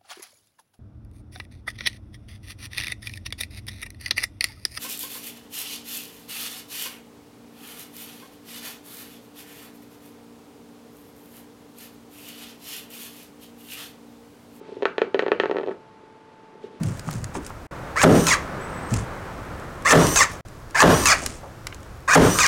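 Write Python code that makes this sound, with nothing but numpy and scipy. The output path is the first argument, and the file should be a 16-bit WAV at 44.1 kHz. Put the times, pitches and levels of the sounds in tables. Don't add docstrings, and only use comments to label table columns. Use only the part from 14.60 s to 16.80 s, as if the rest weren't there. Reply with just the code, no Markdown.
import sys
import numpy as np
from scipy import signal
from scipy.fft import rfft, irfft
from scipy.io import wavfile

SR = 44100
rng = np.random.default_rng(int(sys.argv[2]) if len(sys.argv) > 2 else 0)


def waveform_to_disk(signal):
    frames = np.transpose(np.atleast_2d(signal))
    scaled = np.clip(frames, -1, 1) * 32767
    samples = np.round(scaled).astype(np.int16)
    wavfile.write(sys.argv[1], SR, samples)


N = 97020
TIME = np.arange(N) / SR
CUTOFF_HZ = 12000


# start in seconds, thud, clack and tick levels in dB, lowest mode in Hz, bite centre in Hz.
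RIM_KNOCKS = [(0.2232,-1.5,-9.5,-19,417,1950), (0.2306,-1,-13.5,-18.5,417,2150), (0.2545,0,7.5,-8,408,4100),
              (0.259,-15,-36,-24,410,1870), (.3814,0,-2,-10,423,3500), (.4174,6,3,-12,432,2600),
              (0.5448,6.5,-1.5,-11.5,418,2950), (0.555,-3,-19,-38,425,3060),
              (0.5621,-11,-35.5,-43.5,390,3000), (.593,2,2.5,-5.5,430,2080),
              (0.6233,-2.5,-8,-19.5,425,3020), (.633,-4,-14,-54,404,2970), (0.6637,0,-4,-23,419,3010),
              (.6819,-1.5,-6,-18.5,400,3000), (0.7177,6.5,5,-12,411,2500), (.732,-1.5,-22,-45,426,2980),
              (0.7994,3.5,6,-5.5,403,3080), (.8355,-0.5,-0.5,-26.5,404,2070), (0.841,-8,-10.5,-23,425,3000),
              (0.857,-0.5,-2.5,-18,390,3200), (0.8964,1,-12,-26.5,415,3000),
              (0.9122,2.5,-4.5,-16.5,379,2830), (0.9247,-5.5,-24,-37,416,3000),
              (.946,-8.5,-19,-36.5,408,3000), (.9583,-3,-13,-35.5,415,1980),
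              (0.9679,-2.5,-3,-19.5,379,4500), (0.9847,-1.5,-8.5,-19.5,404,4000),
              (0.9979,-5,-13,-38,415,4000), (1.0107,-6.5,-18,-29.5,401,4040), (1.0328,-8,-13,-31,400,2920),
              (1.0378,-7.5,-16.5,-36,417,2920), (1.0625,-10.5,-31,-27,436,3050),
              (1.0739,-4.5,-24,-25.5,402,3630), (1.0839,-4.5,-12.5,-40,388,3600),
              (1.092,-5.5,-38,-29.5,398,2960), (1.1083,-13,-20,-39,398,3400),
              (1.113,-11,-14.5,-42.5,402,3400)]

def rim_knocks():
    thud, rest = split(signal.unit_impulse(SR // 20), hz=847)
    clack, tick = split(rest, hz=1797)
    bite_octaves = .2
    bite_edges = 2 ** (np.array([-.5, .5]) * bite_octaves)
    for start_s, thud_db, clack_db, tick_db, lowest_hz, bite_hz in RIM_KNOCKS:
        force = from_db(thud_db) * thud + from_db(clack_db) * clack + from_db(tick_db) * tick
        bite = from_db(3 + 1.02 * tick_db) * butter(force, bite_hz * bite_edges, "band", order=1)
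        yield start_s, force + bite, lowest_hz


# start in seconds, level in dB.
CAT_NUDGES = [(0.0126,-14.5), (0.0905,-12), (0.1197,-12), (0.1241,-9.5), (.1677,-5.5), (0.2079,-11),
              (1.17,-19.5), (1.4339,-20.5), (1.954,-17.5), (2.0399,-8), (2.0446,-11.5), (2.108,-23),
              (2.159,-23)]

def cat_nudges():
    bump, _ = split(signal.unit_impulse(SR // 20), hz=456)
    for start_s, db in CAT_NUDGES:
        yield start_s, from_db(db) * bump, WOOD_MODES[0][0]


# frequency in Hz, level in dB, T60 in seconds.
WOOD_MODES = [(410,-12,0.024), (485.6,-21,0.046), (686,-17,0.0086), (892,-23.5,0.039), (1090,-21,0.018),
              (1312,-24,0.041), (1485,-28,0.069), (1628,-33.5,0.084), (1748,-22,0.032), (1842,-23.5,0.044),
              (2260,-44,0.023), (2495,-18.5,0.014), (2740,-30,0.0078), (3050,-24,0.016), (3540,-29,0.012),
              (3970,-27,0.014), (5470,-22,0.011), (6370,-19,0.019)]

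def disc(contacts):
    mode_hz, mode_db, t60_s = np.transpose(WOOD_MODES)
    detune_share, spread_db = .012, 2.2
    wood, forces = np.zeros((2, N + SR))
    for start_s, force, lowest_hz in contacts:
        detune, strength = rng.standard_normal((2, len(mode_hz)))
        strength[0] = 0
        hz = mode_hz * (1 + detune_share * detune)
        hz[0] = lowest_hz
        knock = signal.fftconvolve(force, ringing(zip(hz, mode_db + spread_db * strength, t60_s)))
        start = int(start_s * SR)
        wood[start:start + len(knock)] += knock
        forces[start:start + len(force)] += force
    wood = butter(wood[:N], 322, "high")
    wood = butter(wood, 4230, "low", order=5)
    click = butter(forces[:N], [6040, 9500], "band")
    return from_db(.5) * wood + from_db(-28) * click


# start in seconds, length in seconds, rustle level in dB.
RUBS_AND_ROLLS = [(-.02, 0.29, -58), (1.077, 0.078, -63), (2.005, 0.091, -57.5), (2.082, 0.15, -62.5)]

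def rubs_and_rolls():
    swells = sum(from_db(db) * np.sin(np.pi * np.clip((TIME - start_s) / length_s, 0, 1))
                 for start_s, length_s, db in RUBS_AND_ROLLS)
    rustle = noise([1000, 3930], "band")
    rumble = from_db(10.5) * noise([196, 450], "band")
    return swells * (rustle + rumble)


# delay in seconds, gain in dB.
REFLECTIONS = [(.0051, -16.5), (.0069, -14.5), (0.0115, -16.5), (0.03, -24.5)]

def early_reflections(x):
    return sum(from_db(db) * np.interp(TIME - delay_s, TIME, x, left=0) for delay_s, db in REFLECTIONS)


# frequency in Hz, gain in dB, T60 in seconds.
STANDING_WAVES = [(388.5, -58.5, .25), (551, -71.5, 0.38), (2310, -46.5, 0.26)]

def standing_waves(x):
    return convolve(x, ringing(STANDING_WAVES))


# band centre in Hz, gain in dB, T60 in seconds.
TAIL_BANDS = [(116,-5.5,.9), (253.4,-9.5,0.37), (410,-10.5,0.25), (584,-15,0.26), (935,-18,0.41),
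              (1410,-9.5,0.35), (1930,-14.5,.27), (2360,-11,0.26), (3860,-16.5,0.34), (5500,-14,0.22),
              (9300,-14,.1)]

def room_tail(x):
    delay_s, build_s = .00073, .015
    centres_hz = np.array(TAIL_BANDS)[:, 0]
    edges_hz = np.r_[centres_hz[0] * .75, np.sqrt(centres_hz[:-1] * centres_hz[1:]), CUTOFF_HZ]
    onset = np.clip((TIME - delay_s) / build_s, 0, 1)
    tail = 0
    for (_, db, t60_s), band_hz in zip(TAIL_BANDS, zip(edges_hz, edges_hz[1:])):
        decay = (onset * from_db(-60 * TIME / t60_s)) ** 2
        energy = convolve(butter(x, band_hz, "band", order=3) ** 2, decay / decay.sum())
        tail += from_db(db) * np.sqrt(np.abs(energy)) * noise(band_hz, "band", order=3)
    return tail


# frequency in Hz, relative spectral density in dB.
HISS_SPECTRUM = [(25, -19), (55, -14.5), (75, -18), (100, -4.5), (200, 0), (400, -2.5), (700, -6.5),
                 (1200, -9.5), (2500, -19), (4000, -25), (6000, -31), (10000, -39.5), (12500, -43.5)]

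def hiss():
    hz, db = np.transpose(HISS_SPECTRUM)
    bins_hz = np.fft.rfftfreq(N, 1 / SR)
    colour = from_db(np.interp(np.log(bins_hz + 1), np.log(hz), db))
    return from_db(-51.5) * unit_rms(irfft(rfft(rng.standard_normal(N)) * colour, N))


# frequency in Hz, RMS level in dB.
WHINE_TONES = [(441, -57.5), (879, -55)]

def whine():
    waver_hz = .66 * noise(10, "low")
    return sum(from_db(db) * np.sqrt(2) * np.sin(2 * np.pi * np.cumsum(hz + waver_hz) / SR)
               for hz, db in WHINE_TONES)


def from_db(db):
    return 10 ** (np.asarray(db) / 20)


def unit_rms(x):
    return x / np.sqrt(np.mean(x ** 2) + 1e-20)


def butter(x, hz, kind, order=2):
    return signal.sosfilt(signal.butter(order, hz, kind, fs=SR, output="sos"), x + 1e-18)


def noise(hz, kind, order=2):
    return unit_rms(butter(rng.standard_normal(N), hz, kind, order))


def split(x, hz):
    return butter(butter(x, hz, "low"), hz, "low"), butter(butter(x, hz, "high"), hz, "high")


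def convolve(x, response):
    return signal.fftconvolve(x, response)[:N]


def ringing(modes):
    t = TIME[:SR // 3]
    ring = sum(from_db(db - 60 * t / t60_s) * np.cos(2 * np.pi * hz * t) for hz, db, t60_s in modes)
    ring[0] *= .5
    return ring


def scene():
    toy = disc([*rim_knocks(), *cat_nudges()])
    room = early_reflections(toy) + standing_waves(toy) + room_tail(toy)
    return (toy + room + rubs_and_rolls() + hiss() + whine())[None]


def record(dry):
    return signal.sosfilt(signal.ellip(8, .2, 70, CUTOFF_HZ, fs=SR, output="sos"), dry)


dry = scene()
out = record(dry)
waveform_to_disk(out)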